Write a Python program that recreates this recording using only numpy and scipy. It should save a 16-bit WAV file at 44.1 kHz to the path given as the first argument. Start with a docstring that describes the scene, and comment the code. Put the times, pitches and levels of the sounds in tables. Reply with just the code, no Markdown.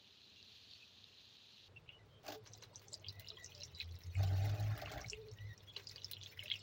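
"""Onions sizzle softly in a pan: filtered noise crackles, ringing bubbles pop, and the air hums low.
Then, abruptly, a tap runs over gourds in a steel basin, heard close: a hand breaks the jet into a hiss of
spray and drops that each ring a bubble. Where the jet lands unbroken, first briefly and later for longer,
impulses patter through the basin's modes, and pours boom the floor as a wavering low tone.
Slaps and ticks are noise bursts, brief tones flutter across both scenes, and a quiet kitchen hums behind."""
import sys
import numpy as np
from scipy import signal
from scipy.fft import rfft, irfft, next_fast_len
from scipy.io import wavfile
from scipy.ndimage import uniform_filter1d, map_coordinates

SR = 44100
rng = np.random.default_rng(int(sys.argv[2]) if len(sys.argv) > 2 else 0)


def transcribe(signal):
    """Save signal, clipped to [-1, 1], as a 16-bit WAV file at the path in sys.argv[1]."""
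    frames = np.atleast_2d(signal).T
    limited = np.clip(frames, -1, 1)
    pcm = np.round(limited * 32767).astype(np.int16)
    wavfile.write(sys.argv[1], SR, pcm)


N = 291942
TIME = np.arange(N) / SR
SINK_START_S = 1.682
TOP_HZ = 16100

# the jet landing unbroken: (t/s, length/s, base patter level/dB, splash level/dB)
JET_LANDINGS = [(2.223, 0.084, -57.5, -53.5), (4.152, 0.852, -57.5, -65.5)]
# the heaviest blobs within the jet: (t/s, starting level before the splash and knock trims/dB)
JET_BLOBS = [(2.2811, -35.5), (2.302, -42), (2.3212, -37), (2.3458, -45), (4.2308, -35.5), (4.2714, -47),
             (4.4945, -41), (4.5565, -49), (4.8163, -39.5), (4.9157, -37.5), (4.9367, -43)]
# basin resonances: (f/Hz, width/Hz, relative level/dB)
BASIN_MODES = [(217, 18, -12), (297, 17.6, 2), (429, 27, -1), (599.3, 28, 5), (701.5, 48, 3),
               (787, 19.6, 5.5), (862, 37, -4), (1320, 10, -38), (1508, 95, -11.5)]
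# colour of the jet's splash: (f/Hz, relative level/dB)
SPLASH_SPECTRUM = [(590, -43), (1000, -2), (1140, 8.5), (1430, -6), (1540, -14), (1630, 3), (2180, -4),
                   (2590, 7), (3190, 4), (4680, 7), (6700, 0), (8850, -23), (13400, -15.5), (15100, 5),
                   (16000, -13)]
# colour of the finest droplets prickling on steel: (f/Hz, relative level/dB)
PRICKLE_SPECTRUM = [(2000, -26), (6000, -24), (8500, -2), (10500, -0.5), (13000, -17), (15200, -24),
                    (16500, -0.5)]
# pours that boom the basin floor: (t/s, length/s, level before it sags/dB)
FLOOR_POURS = [(2.01, 0.022, -53), (2.386, 0.043, -55), (2.475, 0.031, -51), (3.034, .07, -50.5),
               (3.129, 0.066, -54), (3.627, 0.053, -55), (3.713, 0.034, -48), (3.803, .155, -49),
               (4.026, 0.082, -44), (4.132, 0.41, -34), (4.563, 0.17, -37.5), (4.818, 0.093, -54),
               (5.031, 0.061, -53), (5.29, .04, -48.5), (5.364, 0.15, -48.5)]
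# the floor's lowest mode, shifting with the load of water: (t/s, f/Hz)
FLOOR_PITCH = [(1.7, 100), (2.35, 106.9), (3.4, 96), (3.8, 84.1), (4.1, 87.05), (4.22, 96.1), (4.38, 95.7),
               (4.48, 103.2), (5.1, 111.3), (5.65, 99), (6.62, 97)]
# colour of the loose rumble: (f/Hz, relative level/dB)
RUMBLE_SPECTRUM = [(20, -39), (42, -9.5), (57, 2), (72, -3.5), (120, -6.5), (180, -16.0), (500, -56.5)]
# the loudest drops: (t/s, bubble level before echoes/dB, bubble pitch f/Hz)
LOUD_DROPS = [(1.764, -54, 2670), (1.891, -42.5, 2820), (2.474, -45.5, 5730), (2.535, -40.5, 5850),
              (2.551, -53, 3940), (2.625, -45.5, 6130), (2.636, -43.5, 3960), (2.758, -37.5, 5930),
              (2.883, -45, 6100), (2.928, -46, 4330), (2.932, -38.5, 7400), (2.941, -33, 4790),
              (3.045, -41.5, 3110), (3.065, -45.5, 3200), (3.085, -33.5, 4740), (3.094, -39.5, 4070),
              (3.245, -53, 2810), (3.273, -44.5, 3790), (3.286, -38.5, 5080), (3.303, -36.5, 3880),
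              (3.37, -47.5, 3270), (3.445, -36.5, 6070), (3.461, -39.5, 5700), (3.52, -48, 2970),
              (3.55, -42.5, 5070), (3.608, -46, 4070), (3.618, -42, 4200), (3.623, -48, 2800),
              (3.634, -35.5, 5530), (3.749, -44.5, 4700), (3.801, -32, 3930), (3.806, -36, 2490),
              (3.815, -33.5, 3950), (4.036, -49.5, 5430), (4.153, -40.5, 2400), (4.859, -39, 2665),
              (5.014, -40.5, 5700), (5.044, -43, 2210), (5.085, -43, 5650), (5.099, -32, 5490),
              (5.103, -40, 7320), (5.132, -34.5, 2700), (5.763, -38, 2956), (5.766, -34, 4200),
              (5.871, -36, 5000), (5.895, -39.5, 4540), (5.913, -42, 5120), (5.96, -40, 4620),
              (5.981, -42, 3170), (6.019, -44.5, 3640), (6.045, -32.5, 5200), (6.134, -33, 3850),
              (6.168, -42.5, 3086), (6.213, -41.5, 3485), (6.229, -43, 4300), (6.234, -43.5, 3300),
              (6.235, -42, 6000), (6.261, -38.5, 3460), (6.374, -50, 1940), (6.392, -36.5, 3000),
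              (6.402, -40.5, 2760), (6.425, -47, 2140), (6.458, -41.5, 2740), (6.481, -39.5, 3033),
              (6.501, -30, 3420), (6.512, -38, 2210), (6.516, -24, 3345), (6.539, -35, 3100),
              (6.555, -39, 2685)]
# flow of scattered spray: (t/s, level before the fizz and mist trims/dB)
SPRAY_FLOW = [(1.7, -73.5), (2.3, -70), (3.0, -63.5), (3.55, -58), (3.95, -66), (4.25, -53.5), (5.4, -64.5),
              (5.95, -60.5), (6.62, -56.5)]
# colour of the spray's wet hiss: (f/Hz, relative level/dB)
MIST_SPECTRUM = [(880, -46), (1500, -3.5), (1660, -8.5), (1980, 4.5), (2270, -2), (3880, -5.5), (4970, -9),
                 (5770, -4.5), (6890, -14), (8240, -23.5), (13300, -15.5), (15100, -6.5), (16000, -1)]
# droplets ticking on dry steel: (t/s, starting level before trim and echoes/dB)
STEEL_TICKS = [(2.6364, -59), (2.819, -62), (3.1254, -56), (3.1962, -45), (3.9884, -56.5), (4.598, -49),
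               (4.777, -45), (6.1132, -35), (6.4351, -44)]
# colour of the ticks: (f/Hz, relative level/dB)
TICK_SPECTRUM = [(300, -34), (4000, 10.5), (8000, -5), (10500, 4.0), (13000, -4), (15200, 14.0), (16500, 9)]
# blobs slapping the basin: (t/s, starting level before trim and echoes/dB)
BASIN_SLAPS = [(2.461, -52.5), (2.622, -51), (2.636, -58.5), (2.675, -69), (2.816, -59), (5.765, -49),
               (5.795, -52.5), (5.958, -55), (6.437, -58)]
# colour of the slaps: (f/Hz, relative level/dB)
SLAP_SPECTRUM = [(150, -39), (400, -6), (650, -11.0), (1000, -11.5), (2500, -9), (6000, -16.5), (9000, -35.0)]
# water running off after the first landing: t/s, length/s
RUNOFF_SPAN = (2.32, 1.17)
# brief tones that swell and fade: (t/s, length/s, f/Hz, level before trim/dB)
BRIEF_TONES = [(0.351, .07, 2770, -66), (.688, 0.089, 4470, -64), (0.793, 0.061, 2580, -62),
               (1.76, 0.025, 2703, -54), (1.909, 0.079, 2940, -62.5), (2.096, 0.11, 3170, -70),
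               (2.321, 0.12, 437, -56), (3.311, 0.051, 435, -61.5), (3.538, .11, 591, -65.5),
               (3.734, 0.11, 3950, -56), (5.112, 0.21, 432, -51), (5.67, 0.057, 3343, -56),
               (6.429, 0.047, 598, -61.5)]
# faint gliding squeaks: (t/s, length/s, first f/Hz, last f/Hz, level before trim/dB)
GLIDING_SQUEAKS = [(1.981, 0.056, 2020, 1970, -69.5), (3.114, 0.14, 1910, 2105, -65),
                   (3.365, 0.1, 1965, 1940, -58), (5.354, 0.15, 1860, 2090, -62),
                   (5.486, 0.065, 1920, 1890, -57.5)]
# strength of the frying: (t/s, level/dB)
FRYING_LEVEL = [(0, -65.5), (.3, -65), (.55, -62), (.75, -62.5), (.95, -64.5), (1.3, -64), (1.5, -64.5),
                (1.66, -63.5)]
# oil pops: (t/s, peak level/dB, f/Hz)
OIL_POPS = [(0.217, -52, 4200), (0.428, -45.5, 4460), (0.735, -44.5, 4200), (1.042, -43, 3920),
            (1.143, -56, 5060), (1.369, -50, 4200)]
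# colour of the crackling oil: (f/Hz, relative level/dB)
OIL_SPECTRUM = [(530, -55), (900, -62), (1070, -24), (1160, -22), (1530, -25), (1660, -16), (2140, -16),
                (2500, -5.5), (4050, 2), (5160, -11), (6640, -16), (8050, -32.5), (13500, -34),
                (15100, -22), (16000, -55)]
# colour of the air by the pan: (f/Hz, relative level/dB)
STOVE_AIR_SPECTRUM = [(18, -52), (30, -33), (96, -2.5), (159, -16.5), (197, -9), (351, -19.5), (383, -13),
                      (508, -20), (2000, -25.5), (2600, -36), (4400, -120)]
# colour of the kitchen air by the sink: (f/Hz, relative level/dB)
SINK_AIR_SPECTRUM = [(18, -81), (30, -19), (118, -2), (165, -11.5), (287, -19), (437, -13), (721, -21.5),
                     (962, -22.5), (1430, -25.5), (1910, -29), (2980, -29.5), (3220, -32.5), (3490, -28),
                     (7470, -45), (16000, -62)]

JET_ATTACK_S, JET_RELEASE_S = 0.057, 0.099
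JET_WAVER_DB, JET_WAVER_PER_S = 3, 20
LANDING_DB, LANDING_S = 5, 0.21  # extra patter on bare steel, and how fast it fades
POOL_S, POOL_RISE_S = 0.56, 0.03  # water has pooled this long after landing; how gradually
POOL_PATTER_DB, POOL_GURGLE_DB = 3, 7.5  # what the pool adds
GURGLE_BASE_DB = -63.5  # before the pool deepens it
KNOCK_TRIM_DB = -7.5  # how hard a heavy blob rings the basin
BOOM_ATTACK_S, BOOM_RELEASE_S, BOOM_SAG_DB_PER_S = 0.065, 0.041, 9.5
# the faint boom between pours, which grows as the basin fills
TRICKLE_START_DB, TRICKLE_SWING_DB, TRICKLE_GROWS_DB_PER_S = -70.5, 3, 1.03
HAZE_S, HAZE_SPREAD = .018, 0.172  # scatter of the haze's rings in time and in log pitch
STRAY_TICK_DB = -65.5  # centre of an 8 dB range, before trim and echoes
DRIP_DB, DRIP_CENTRE_HZ = -71, 4200
PLOP_DB, PLOP_CENTRE_HZ = -73.5, 744
TONE_FLUTTER, SQUEAK_FLUTTER = .1, 0.093  # random flutter steps per cycle of the first pitch


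def jet():
    """Falling blobs splash, knock the basin's modes and, once water pools, drag air under."""
    patter = unit(filtered(impacts(rate=300, spread_db=-2.5), basin_response))
    grit = unit(impacts(rate=560, spread_db=-0.5) + 0.25 * rng.standard_normal(N))
    splash = coloured(patchy(grit * amp(4.2 * wobble(130)), depth_db=3.5), SPLASH_SPECTRUM)
    # the finest droplets prickle on the steel
    splash += amp(-18.5) * coloured(impacts(rate=230, spread_db=10.0), PRICKLE_SPECTRUM)
    gurgle = shower(count=3800, centre_hz=1844, spread=0.27, spread_db=2.5, cycles=7)

    blobs = bursts(JET_BLOBS, t60=0.072)
    blob_level = np.std(blobs)
    out = amp(-11.0) * blob_level * coloured(blobs, SPLASH_SPECTRUM)
    out += amp(KNOCK_TRIM_DB) * blob_level * unit(filtered(blobs, basin_response))

    waver = amp(JET_WAVER_DB * wobble(JET_WAVER_PER_S))
    for s, length, patter_db, splash_db in JET_LANDINGS:
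        bare = np.exp(-np.abs(TIME - s) / LANDING_S)
        pool = pooled(s)
        patter_gain = amp(patter_db + LANDING_DB * bare + POOL_PATTER_DB * pool) * waver
        gurgle_gain = amp(GURGLE_BASE_DB + POOL_GURGLE_DB * pool)
        landing = patter_gain * patter + amp(splash_db) * splash + gurgle_gain * gurgle
        out += gate(s, length, JET_ATTACK_S, JET_RELEASE_S) * landing
    return out


def basin_response(hz):
    """The steel basin rings in damped modes, summed here with alternating sign."""
    total = 0
    for k, (centre, width, db) in enumerate(BASIN_MODES):
        damping = 1j * hz * width
        total = total + (-1) ** k * amp(db) * damping / (centre ** 2 - hz ** 2 + damping)
    return total


def pooled(s):
    """How much water has gathered, 0-1, under a jet that landed at time s."""
    return .5 + .5 * np.tanh((TIME - s - POOL_S) / POOL_RISE_S)


def drum():
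    """Pours boom the thin floor in its lowest mode and a weak second one; pooled water adds a loose rumble."""
    growth_db = TRICKLE_GROWS_DB_PER_S * (TIME - SINK_START_S)
    drive = amp(TRICKLE_START_DB + growth_db + TRICKLE_SWING_DB * wobble(24))
    for s, length, db in FLOOR_POURS:
        sag_db = BOOM_SAG_DB_PER_S * np.clip(TIME - s, 0, 1)
        pour = amp(db - sag_db) * gate(s, length, BOOM_ATTACK_S, BOOM_RELEASE_S)
        drive = np.maximum(drive, pour)
    phase = 2 * np.pi * np.cumsum(curve(FLOOR_PITCH)) / SR + 0.19 * wobble(23)
    boom = unit(np.sin(phase) * amp(.9 * wobble(22)))
    second = unit(np.sin(1.47 * phase + 2.6 * wobble(25)))
    rumble = coloured(rng.standard_normal(N), RUMBLE_SPECTRUM)
    churn = np.zeros(N)
    for s, length, _, _ in JET_LANDINGS:
        churn += pooled(s) * gate(s, length, JET_ATTACK_S, release_s=0.48)
    return drive * (boom + amp(-18) * second + amp(-14.5) * rumble) + amp(-54.5) * churn * rumble


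def drops():
    """Each drop rings clearly between the basin's walls, with a faint blurred haze of short rings around its pitch."""
    out = np.zeros(N)
    for s, db, hz in LOUD_DROPS:
        ping = bubble(hz, cycles=4.2 * np.exp(.25 * rng.standard_normal()), rise_cycles=1.6)
        walls = echoes(wet_db=-7, t60=.035)
        add(out, s, amp(db) * signal.fftconvolve(ping, walls))
        haze = np.clip(rng.standard_normal((26, 3)), -2, 2)
        for lag, strength, pitch in haze:
            ring = bubble(hz * np.exp(HAZE_SPREAD * pitch), cycles=9.7, rise_cycles=1.9)
            # quieter the further it strays from the haze's centre in time
            ring_db = 0.74 * db - 35.5 + 3.8 * strength - 3.1 * abs(lag)
            add(out, s + .006 + HAZE_S * lag, amp(ring_db) * ring)
    return out


def spray():
    """Droplets off the hand hiss finely, and tiny bubbles come out as the spray grows heavier."""
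    flow = amp(curve(SPRAY_FLOW))
    fizz = shower(count=1200, centre_hz=4200, spread=0.2606, spread_db=0.5, cycles=23)
    fizz = unit(signal.fftconvolve(fizz, echoes(wet_db=5.0, t60=0.081))[:N])
    grit = rng.standard_normal(N) + 0.47 * impacts(rate=110, spread_db=6.5)
    grit = grit * amp(6.0 * wobble(50))
    mist = coloured(patchy(grit, depth_db=2.5), MIST_SPECTRUM)
    heaviness = np.sqrt(unit(flow))
    return flow * (amp(-11) * heaviness * fizz + amp(-6.5) * mist)


def slaps():
    """Bigger blobs land with a dull, broad slap."""
    hits = bursts(BASIN_SLAPS, t60=0.11)
    return amp(-5.0) * np.std(hits) * coloured(hits, SLAP_SPECTRUM)


def ticks():
    """Droplets that hit bare steel give a bright tick with no bubble."""
    first = JET_LANDINGS[0][0]
    strays = []
    for when, size in rng.random((30, 2)):
        strays.append((first + when * (TIME[-1] - first), STRAY_TICK_DB + 8 * (size - .5)))
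    hits = bursts(list(STEEL_TICKS) + strays, t60=0.028)
    return amp(-1.5) * np.std(hits) * coloured(hits, TICK_SPECTRUM)


def drips():
    """Stray drops ring at random once the jet has wetted the gourds; larger run-off bubbles plop softly."""
    pings = shower(count=160, centre_hz=DRIP_CENTRE_HZ, spread=.3, spread_db=5, cycles=4.9)
    pings = unit(signal.fftconvolve(pings, echoes(wet_db=-2.5, t60=0.07))[:N])
    plops = shower(count=170, centre_hz=PLOP_CENTRE_HZ, spread=0.355, spread_db=3, cycles=10)
    wetted = TIME > JET_LANDINGS[0][0]
    runoff = gate(*RUNOFF_SPAN, attack_s=0.09, release_s=0.39)
    return amp(DRIP_DB) * wetted * pings + amp(PLOP_DB) * runoff * plops


def frying():
    """Moisture boils off the onions in hot oil as fine crackle, with a few ringing pops."""
    crackle = unit(impacts(rate=360, spread_db=-1.0) + 1.7 * rng.standard_normal(N))
    out = amp(curve(FRYING_LEVEL)) * coloured(patchy(crackle, depth_db=1.5), OIL_SPECTRUM)
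    for s, db, hz in OIL_POPS:
        add(out, s, amp(db) * bubble(hz, cycles=3.6, rise_cycles=0.84))
    return out


def tones():
    """Nearly pure tones and brighter squeaks flutter, swell and fade among the other sounds."""
    out = np.zeros(N)
    for s, length, hz, db in BRIEF_TONES:
        tone = wavering(length, hz, hz, TONE_FLUTTER, flutter_db=2.5, octave_db=-29.5)
        add(out, s, amp(db - 2) * tone)
    for s, length, first_hz, last_hz, db in GLIDING_SQUEAKS:
        squeak = wavering(length, first_hz, last_hz, SQUEAK_FLUTTER, flutter_db=3, octave_db=-9.5)
        add(out, s, amp(db - 2.5) * squeak)
    return out


def stove_air():
    """Still air by the pan: low-coloured noise whose bands swell and sink a little."""
    return amp(-73) * coloured(patchy(rng.standard_normal(N), depth_db=1.0), STOVE_AIR_SPECTRUM)


def sink_air():
    """The quiet kitchen hums as steady noise, strongest in the lows."""
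    return amp(-66.5) * coloured(rng.standard_normal(N), SINK_AIR_SPECTRUM)


def bubble(hz, cycles, rise_cycles):
    """A bubble rings for a few cycles; envelope peak 1."""
    turns = hz * TIME[:SR // 50]
    shape = np.exp(-turns / cycles) * (1 - np.exp(-(turns / rise_cycles) ** 2))
    return shape / shape.max() * np.sin(2 * np.pi * turns)


def shower(count, centre_hz, spread, spread_db, cycles):
    """Bubbles of random size, strength and time, at rms 1."""
    out = np.zeros(N)
    starts = rng.uniform(0, N / SR, count)
    characters = np.clip(rng.standard_normal((count, 2)), -2, 2)
    for s, (strength, size) in zip(starts, characters):
        ring = bubble(centre_hz * np.exp(spread * size), cycles, rise_cycles=0.52)
        add(out, s, amp(spread_db * strength) * ring)
    return unit(out)


def impacts(rate, spread_db):
    """Random impulses, rate a second, of uneven strength, at rms 1."""
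    size = amp(spread_db * np.clip(rng.standard_normal(N), -2, 2))
    return unit((rng.random(N) < rate / SR) * size * rng.choice([-1, 1], N))


def bursts(rows, t60):
    """Short dying bursts of noise, one for each (t/s, level/dB) row."""
    out, t = np.zeros(N), TIME[:SR // 15]
    for s, db in rows:
        add(out, s, amp(db - 60 * t / t60) * rng.standard_normal(len(t)))
    return out


def wavering(length, first_hz, last_hz, flutter, flutter_db, octave_db):
    """A gliding tone with weak overtones that flutters in level and pitch as it swells and fades."""
    t = TIME[:int(length * SR)]
    knots = rng.standard_normal((2, 200))
    swell, waver = (map_coordinates(k, [t * flutter * first_hz]) for k in knots)
    phase = 2 * np.pi * np.cumsum(np.linspace(first_hz, last_hz, len(t))) / SR
    wave = amp(flutter_db * swell) * np.exp(1j * (phase + 0.88 * waver))
    # powers of the complex wave give its second and third harmonics
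    overtones = unit((wave ** 2 + 0.3 * wave ** 3).real)
    tone = unit(wave.real) + amp(octave_db) * overtones
    return np.abs(np.sin(np.pi * t / length)) ** 0.58 * tone


def echoes(wet_db, t60):
    """A direct sound followed by dense reflections."""
    t = TIME[:SR // 5]
    tail = rng.standard_normal(len(t)) * amp(-60 * t / t60) * (t > .0008)
    return (t == 0) + amp(wet_db) * tail / np.linalg.norm(tail)


def patchy(x, depth_db):
    """Each region of the spectrum swells and sinks on its own; result at rms 1."""
    z = signal.stft(x, nperseg=256)[2]
    field = uniform_filter1d(rng.standard_normal(z.shape), size=5, axis=0)  # smooth over frequency
    field = uniform_filter1d(field, size=6, axis=1)  # smooth over time
    return unit(signal.istft(z * amp(depth_db * unit(field)), nperseg=256)[1][:N])


def coloured(x, spectrum):
    """x with a (f/Hz, level/dB) spectrum, at rms 1."""
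    f, db = np.transpose(spectrum)
    return unit(filtered(x, lambda hz: amp(np.interp(np.log(hz + 1), np.log(f + 1), db))))


def filtered(x, response):
    """x times a response of frequency."""
    size = next_fast_len(N + SR // 2)
    return irfft(rfft(x, size) * response(np.fft.rfftfreq(size, 1 / SR)), size)[:N]


def gate(s, length, attack_s, release_s):
    """A smooth rise from time s, a hold, and a smooth fall once length is over."""
    rise = np.clip((TIME - s) / attack_s, 0, 1)
    fall = np.clip(1 - (TIME - s - length) / release_s, 0, 1)
    return np.sin(np.pi / 2 * rise) ** 2 * fall ** 2


def wobble(rate):
    """A smooth random curve with rate knots a second, at rms 1."""
    return unit(map_coordinates(rng.standard_normal(int(N * rate / SR) + 4), [TIME * rate]))


def curve(rows):
    """The second column of a table, joined by straight lines in time."""
    rows = np.asarray(rows)
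    return np.interp(TIME, rows[:, 0], rows[:, 1])


def add(track, s, sound):
    """Mix a sound into a track at time s."""
    start = max(int(s * SR), 0)
    part = track[start:start + len(sound)]
    part += sound[:len(part)]


def unit(x):
    """Scale to rms 1."""
    return x / np.sqrt(np.mean(x ** 2) + 1e-20)


def amp(db):
    """Decibels to gain."""
    return 10 ** (np.asarray(db) / 20)


def scene():
    """The pan gives way to the sink; the kitchen answers drops, ticks and slaps faintly."""
    water = signal.fftconvolve(drops() + ticks() + slaps(), echoes(wet_db=-4.0, t60=0.05))[:N]
    sink = water + jet() + drum() + spray() + drips() + sink_air()
    pan = frying() + stove_air()
    return (np.where(TIME < SINK_START_S, pan, sink) + tones())[None]


def record(dry):
    """Keep nothing above the band limit."""
    return filtered(dry[0], lambda hz: hz < TOP_HZ)[None]


dry = scene()
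out = record(dry)
transcribe(out)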